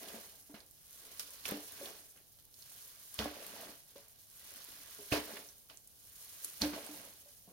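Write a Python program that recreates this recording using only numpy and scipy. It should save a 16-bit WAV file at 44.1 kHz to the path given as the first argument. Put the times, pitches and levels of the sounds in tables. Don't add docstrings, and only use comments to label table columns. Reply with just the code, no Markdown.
import sys
import numpy as np
from scipy import signal
from scipy.fft import rfft, irfft, next_fast_len
from scipy.io import wavfile

SR = 44100
rng = np.random.default_rng(int(sys.argv[2]) if len(sys.argv) > 2 else 0)


def wrap_up_sound(samples):
    columns = np.atleast_2d(samples).T
    tamed = np.clip(columns, -1, 1)
    steps = np.round(tamed * 32767).astype(np.int16)
    wavfile.write(sys.argv[1], SR, steps)


N = 331632
TIME = np.arange(N) / SR
SIDES = np.array([[1], [-1]])

# (time [s], level [dB], pitch [Hz], t60 [s])
HOLLOWS = [(0.14, -43, 230, 0.14), (.496, -48, 294, 0.14), (0.542, -38.5, 218, 0.048),
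           (1.519, -31, 208, 0.1), (1.52, -29.5, 353, 0.04), (1.54, -37, 293, 0.14),
           (1.812, -41, 568, 0.14), (1.826, -43, 390, 0.058), (3.197, -31, 219, 0.15),
           (3.257, -26, 617, .027), (3.258, -29.5, 292, 0.052), (3.959, -47.5, 568, .15),
           (4.685, -59, 359, 0.2), (4.99, -46, 423.6, .12), (5.121, -25, 127, 0.079),
           (5.123, -19.5, 347, 0.044), (5.165, -41, 290.5, 0.18), (5.335, -40, 400, 0.073),
           (6.617, -31.5, 191, 0.2), (6.628, -26, 296, 0.14), (6.648, -31.5, 300, .084),
           (6.890, -43, 302, .16), (7.259, -55.5, 586, 0.11), (7.477, -50, 185, 0.17)]
# (pitch [Hz], width [Hz], level [dB])
BOWL_TONES = [(212.5, 9.5, -1), (297.2, 7, 10.5), (407, 7.3, 6.5), (437, 5.2, 3), (574, 15, -4.5),
              (689, 30, -5.5), (1112, 35, -3.5), (1172, 12, -3), (1800, 7.2, 1.5), (1860, 14, -4),
              (2203, 9.1, -3), (2490, 14, 2.5), (2640, 13, -7), (3060, 38, 0), (3940, 19, -9),
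              (4240, 28, 1)]


def paste():
    # (frequency [Hz], level [dB])
    fizz_tone = [(4000, -2.5), (6500, 1), (7800, -6), (9200, -1), (11000, -1), (13500, -1), (16000, -1)]
    crackle_tone = [(1200, 4), (2200, -8.5), (3000, -0.5), (4200, 0), (5500, -0.5), (6700, -6),
                    (8000, -35.5), (12000, -51)]
    squish_tone = [(500, -11), (800, -6.5), (1100, -1), (1400, 1.5), (1800, 1.5), (2500, 0), (3300, 2.5),
                   (6000, 2)]
    gurgle_tone = [(40, -29), (100, 6.5), (150, -2), (200, -4), (300, -5), (470, -3.5), (640, -1),
                   (800, -5.5), (1200, -10.5), (2500, -32)]
    # (frequency [Hz], left minus right [dB])
    balance = [(60, 0.1), (400, 0.6), (1200, -2), (2500, -4), (4800, -6), (8300, 0), (10500, 1),
               (13000, -3), (16000, -3)]
    fizz, crackle, squish, gurgle = np.sqrt(treading() + squelches())
    ticks = fizz * bubbles(fizz_tone, per_s=200, low_hz=10500, high_hz=14000, pitches=2,
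                           width=.6, size_db=3, clump_db=2.5, pan=.4)
    fizz = fizz * bubbles(fizz_tone, per_s=6500, low_hz=8300, high_hz=13950, pitches=4,
                          width=.5, size_db=1.5, clump_db=3.5, pan=.72)
    crackle = crackle * bubbles(crackle_tone, per_s=3200, low_hz=2860, high_hz=6570, pitches=6,
                                width=.38, size_db=1.5, clump_db=2.5, pan=.39)
    squish = squish * bubbles(squish_tone, per_s=1800, low_hz=923, high_hz=2670, pitches=7,
                              width=.2, size_db=1, clump_db=1, pan=.81)
    gurgle = gurgle * bubbles(gurgle_tone, per_s=700, low_hz=192, high_hz=970, pitches=14,
                              width=.15, size_db=3, clump_db=2.5, pan=.43)
    surface = echoes(from_db(-1.5) * fizz, wall_db=-7, room_db=-8, room_t60=.26, dull_hz=12000)
    deep = bowl(from_db(-5) * crackle + from_db(-4.5) * (squish + gurgle))
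    deep = echoes(deep, wall_db=-14, room_db=-5, room_t60=.28, dull_hz=6600)
    mix = from_db(-5.5) * ticks + surface + deep
    size = next_fast_len(N)
    side_gain = from_db(SIDES * over_bins(balance, size) / 2)
    return irfft(rfft(mix, size) * side_gain, size)[:, :N]


def bubbles(spectrum, per_s, low_hz, high_hz, pitches, width, size_db, clump_db, pan,
            lag_s=.00009, lag_spread_s=.00018):
    out = np.zeros((2, N))
    chance = per_s / pitches / SR * from_db(clump_db * drift(70))
    for hz in np.geomspace(low_hz, high_hz, pitches):
        born = np.flatnonzero(rng.random(N) < chance)
        size = rng.exponential(1, N)[born]
        place = 2 * rng.random(N)[born] - 1
        strength = from_db(size_db * np.minimum(size, 5)) * (-1) ** born
        lag = np.round((lag_s + lag_spread_s * place) * SR).astype(int)
        clicks = np.zeros((2, N))
        clicks[0, born] = strength * (1 + pan * place)
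        clicks[1, (born + lag) % N] = strength * (1 - pan * place)
        out += resonate(clicks, hz, width * hz)
    return colour(out, spectrum)


def treading(after_fizz_db=-63, after_fizz_t60=3.2):
    # (lands [s], full weight [s], eases [s], effort [dB], sag [dB/s], extra fizz [dB])
    presses = [(.72, 1.136, 1.77, 0, -1, -1), (2.5, 2.72, 3.17, -2.5, 9, 1),
               (4.24, 4.56, 5.24, 2.5, 4.5, -1), (5.91, 6.312, 6.53, -3, -21, 2.5)]
    # (full pull [s], comes free [s], effort [dB], release [dB/s], extra fizz [dB])
    pulls = [(0.033, 0.155, -1, 70, 1.5), (1.84, 1.888, 0, 103, -.5), (3.367, 3.696, -1.5, 156, -1),
             (5.298, 5.358, 0.5, 109, 0), (6.773, 6.975, -2, 66, 1)]
    # (fizz [dB], crackle [dB], squish [dB], gurgle [dB])
    press_db = [-55.5, -59.5, -63.5, -71.5]
    pull_db = [-54, -55, -55, -54]
    rest_db = [-68.5, -72.5, -80.5, -81.5]
    follows = [.65, .8, 1, 1.25]
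    moves = [(press_db, db + press(at, full, end, sag), fizz) for at, full, end, db, sag, fizz in presses]
    moves += [(pull_db, db + pull(full, free, release), fizz) for full, free, db, release, fizz in pulls]
    power = np.zeros((4, N))
    for size in range(4):
        power[size] = from_db(rest_db[size]) ** 2
        for levels, effort, fizz in moves:
            power[size] += from_db(levels[size] + follows[size] * effort + fizz * (size == 0)) ** 2
    for _, free, _, _, fizz in pulls:
        tail = (TIME > free) * fade(np.abs(TIME - free), after_fizz_t60)
        power[0] += (from_db(after_fizz_db + fizz) * tail) ** 2
    return power


def press(lands, full, end, sag_db_per_s, curve=1.04, ease_db_per_s=80):
    weight = np.clip((TIME - lands) / (full - lands), 1e-3, 1)
    sag = sag_db_per_s * np.maximum(TIME - full, 0)
    ease = ease_db_per_s * np.maximum(TIME - end, 0)
    return curve * 20 * np.log10(weight) - sag - ease


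def pull(full, free, release_db_per_s, build_db_per_s=100):
    build = -build_db_per_s * np.maximum(full - TIME, 0)
    return build - release_db_per_s * np.maximum(TIME - free, 0)


def squelches(size_fall_db=2, stir_db=-11.5):
    # (time [s], rise [s], t60 [s], level [dB], main bubble size [0 is fizz, 3 is gurgle])
    gulps = [(.498, .001, 0.22, -54, 4.5), (0.543, 0.0012, 0.27, -53.5, 2.1), (1.09, .11, .25, -63, 3.5),
             (1.196, 0.00083, .1, -40.5, 0), (1.454, 0.0043, 0.24, -42.5, .5),
             (1.491, 0.021, 0.38, -43.5, 2), (1.69, 0.086, 0.22, -47, -2.2), (1.858, .002, .12, -50, 0.3),
             (2.16, .002, 0.21, -61.5, 2.1), (2.388, .002, 0.1, -62, 0.1), (3.15, 0.022, 0.56, -55, 0.5),
             (3.191, 0.0025, 0.53, -41, 1.9), (3.9, .03, 0.83, -65, 0.1), (3.959, 0.0022, 0.84, -60.5, 0.6),
             (4.19, 0.016, 0.68, -58, -1.24), (5.11, 0.0035, .1, -45, -0.5),
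             (5.123, 0.0045, 0.28, -33.5, 1.56), (5.157, 0.0072, 0.19, -37, 2.5),
             (5.369, 0.0014, 0.073, -44.5, 3), (5.698, .003, 0.19, -55.5, 1.5),
             (6.23, 0.034, 0.55, -57, -0.5), (6.445, .001, 0.14, -46.5, -0.25),
             (6.616, 0.005, 0.37, -38, 1.46), (6.737, 0.012, 0.21, -41.5, 3), (7.07, .04, .25, -61, 3.5),
             (7.29, .02, 0.92, -62, -0.67), (7.49, 0.017, 0.46, -61.5, 4)]
    power, sizes = np.zeros((4, N)), np.arange(4)[:, None]
    for at, rise, t60, db, main_size in gulps:
        strength = from_db(db - size_fall_db * (sizes - main_size) ** 2)
        power += (strength * rush(at, rise, t60)) ** 2
    for at, db, _, t60 in HOLLOWS:
        power[-1] += (from_db(db + stir_db) * rush(at, rise=.0034, t60=1.8 * t60)) ** 2
    return power


def rush(at, rise, t60):
    out, t = np.zeros(N), np.arange(-SR // 10, SR // 2) / SR
    add(out, at + t[0], np.exp(np.minimum(t, 0) / rise) * fade(np.maximum(t, 0), t60))
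    return out


def pops(level_db=-1.5, tear_hz=13000, width=.58, spray_db=-16, spray_t60=.024):
    # (time [s], level [dB], pitch [Hz], left minus right [dB], swell [s])
    pockets = [(0.0855, -42.5, 3130, -6, .0006), (0.544, -63, 2300, -4, 0.00044),
               (0.604, -47, 4460, -23, 0.00028), (0.711, -43, 11600, -10, 0.00044),
               (1.1949, -28, 9250, 1, .0007), (1.1954, -31, 5330, -12, 0.00054),
               (1.455, -28.5, 2890, -12.5, .0004), (1.488, -28, 10500, -4, 0.00071),
               (1.51, -28, 13200, -4, 0.0011), (1.721, -36, 11900, 0, .0006),
               (1.8574, -34.5, 3640, -12, 0.00047), (2.121, -47, 11100, -2, .0008),
               (2.5418, -50, 4800, -24, 0.00027), (2.624, -43, 4430, -17, 0.00048),
               (3.142, -33.5, 10100, 5, 0.0007), (3.19, -20.5, 3000, -11, 0.00038),
               (3.1898, -30, 4870, -12, 0.00087), (3.244, -36, 9200, 2, .0005),
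               (3.4655, -33.5, 11500, 3, .0008), (4.083, -42, 12900, -5, 0.00035),
               (4.5603, -37, 11500, 3, .0005), (5.008, -44, 11800, -13, 0.00067),
               (5.37, -40, 1980, -6, .0007), (5.488, -45, 5860, -11, 0.00082),
               (5.122, -27.5, 2640, -15, 0.0012), (5.699, -50, 2930, -17, 0.0011),
               (5.772, -36.5, 7500, -6, 0.00048), (5.8735, -41, 10300, 1, 0.00088),
               (6.4448, -25.5, 10670, 1, 0.0018), (6.6188, -15.5, 4380, -8, 0.00057),
               (6.864, -36, 9400, -4, .0005), (7.051, -42, 10900, -11, .0008)]
    out, t = np.zeros((2, N)), np.arange(SR // 10) / SR
    for at, db, hz, pan_db, swell in pockets:
        age = t / swell
        burst = (age * np.exp(1 - age)) ** 2
        tear = min(hz / tear_hz, 1)
        noise = rng.standard_normal((2, len(t)))
        rough = rms_one(resonate(resonate(noise, hz, width * hz), hz, 2 * width * hz))
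        spray = from_db(spray_db) * fade(t, spray_t60) * (1 - np.exp(-age))
        ring = (1 - tear) * burst * np.sin(2 * np.pi * hz * t)
        crack = (tear * burst / 2 + spray) * rough
        add(out, at, (ring + crack) * from_db(db + level_db + SIDES * pan_db / 2))
    return out


def plops(level_db=-6.5, attack_s=.00095, glide=.031, settle_s=.025):
    out, t = np.zeros(N), np.arange(SR // 3) / SR
    onset = 1 - np.exp(-t / attack_s)
    for at, db, hz, t60 in HOLLOWS:
        pitch = hz * (1 - glide * np.exp(-t / settle_s))
        tone = np.sin(2 * np.pi * np.cumsum(pitch) / SR)
        add(out, at, from_db(db + level_db) * tone * fade(t, t60) * onset)
    return out


def thumps(attack_s=.0068):
    # (time [s], boom [dB], wall ring [dB])
    jolts = [(1.455, -51.5, -85), (3.188, -33, -61), (5.12, -35.5, -49.5), (6.617, -33.5, -59)]
    # (pitch [Hz], level [dB], t60 [s])
    bottom_tones = [(68.6, -9.5, 0.3), (90, -2, 0.1), (138, -13, 0.12)]
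    out, t = np.zeros(N), np.arange(SR // 2) / SR
    onset = 1 - np.exp(-t / attack_s)
    boom = sum(from_db(db) * np.sin(2 * np.pi * hz * t) * fade(t, t60) for hz, db, t60 in bottom_tones)
    for at, boom_db, wall_db in jolts:
        ring = sum(from_db(db) * np.sin(2 * np.pi * (hz * t + rng.random())) * np.exp(-np.pi * width * t)
                   for hz, width, db in BOWL_TONES)
        add(out, at, (from_db(boom_db) * boom + from_db(wall_db) * ring) * onset)
    return out


def bowl(x, ring_db=-4):
    return x + from_db(ring_db) * sum(from_db(db) * resonate(x, hz, width) for hz, width, db in BOWL_TONES)


def echoes(x, wall_db, room_db, room_t60, dull_hz, wall_t60=.06, low_cut_hz=300):
    # (frequency [Hz], unlikeness [0-1])
    unlikeness = [(100, 1), (350, 0.14), (700, 0.24), (1500, 1), (16000, 1)]
    t = np.arange(SR // 2) / SR
    walls, room = rng.standard_normal((2, 2, len(t))) * (t > .001)
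    walls = rms_one(walls * fade(t, wall_t60))
    room = signal.lfilter(*signal.butter(1, dull_hz, fs=SR), rms_one(room * fade(t, room_t60)))
    tail = (from_db(wall_db) * walls + from_db(room_db) * room) / np.sqrt(len(t))
    tail = signal.lfilter(*signal.butter(1, low_cut_hz, "high", fs=SR), tail)
    size = next_fast_len(N + len(t))
    common, unlike = rfft(tail, size)
    spread = over_bins(unlikeness, size) / 2
    response = 1 + np.sqrt(1 - spread) * common + np.sqrt(spread) * unlike * SIDES
    return irfft(rfft(x, size) * response, size)[:, :N]


def room_hush(level_db=-69, side_db=-2):
    # (frequency [Hz], level [dB])
    room_tone = [(20, -3.5), (45, 6), (90, 6.5), (150, 2), (220, -3.5), (400, -8), (800, -8.5), (1600, -38),
                 (4000, -17), (7800, -26.5), (11000, -7), (16000, -11)]
    mid, side = colour(rng.standard_normal((2, N)), room_tone)
    return from_db(level_db) * (mid + from_db(side_db) * side * SIDES)


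def from_db(db):
    return 10 ** (np.asarray(db) / 20)


def rms_one(x):
    return x / np.sqrt(np.mean(x ** 2) + 1e-20)


def over_bins(points, size):
    hz, value = np.transpose(points)
    return np.interp(np.log(np.fft.rfftfreq(size, 1 / SR) + 1), np.log(hz), value)


def colour(x, spectrum):
    size = next_fast_len(N)
    return rms_one(irfft(rfft(x, size) * from_db(over_bins(spectrum, size)), size)[..., :N])


def resonate(x, hz, width_hz):
    radius, angle = np.exp(-np.pi * width_hz / SR), 2 * np.pi * hz / SR
    feed = np.array([1, 0, -1]) * (1 - radius ** 2) / 2
    return signal.lfilter(feed, [1, -2 * radius * np.cos(angle), radius ** 2], x + 1e-18)


def fade(t, t60):
    return np.exp(-np.log(1000) * t / t60)


def drift(per_s):
    return rms_one(np.interp(TIME * per_s, np.arange(2048), rng.standard_normal(2048)))


def add(track, at, sound):
    start = max(round(at * SR), 0)
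    track[..., start:start + sound.shape[-1]] += sound[..., :N - start]


def scene(cake_db=1):
    blows = bowl(pops() + plops()) + thumps()
    blows = echoes(blows, wall_db=-8, room_db=-8, room_t60=.38, dull_hz=8000)
    return from_db(cake_db) * (paste() + blows) + room_hush()


def record(dry):
    cutoff_hz = 15900
    return signal.sosfilt(signal.ellip(12, .1, 80, cutoff_hz, fs=SR, output="sos"), dry)


dry = scene()
out = record(dry)
wrap_up_sound(out)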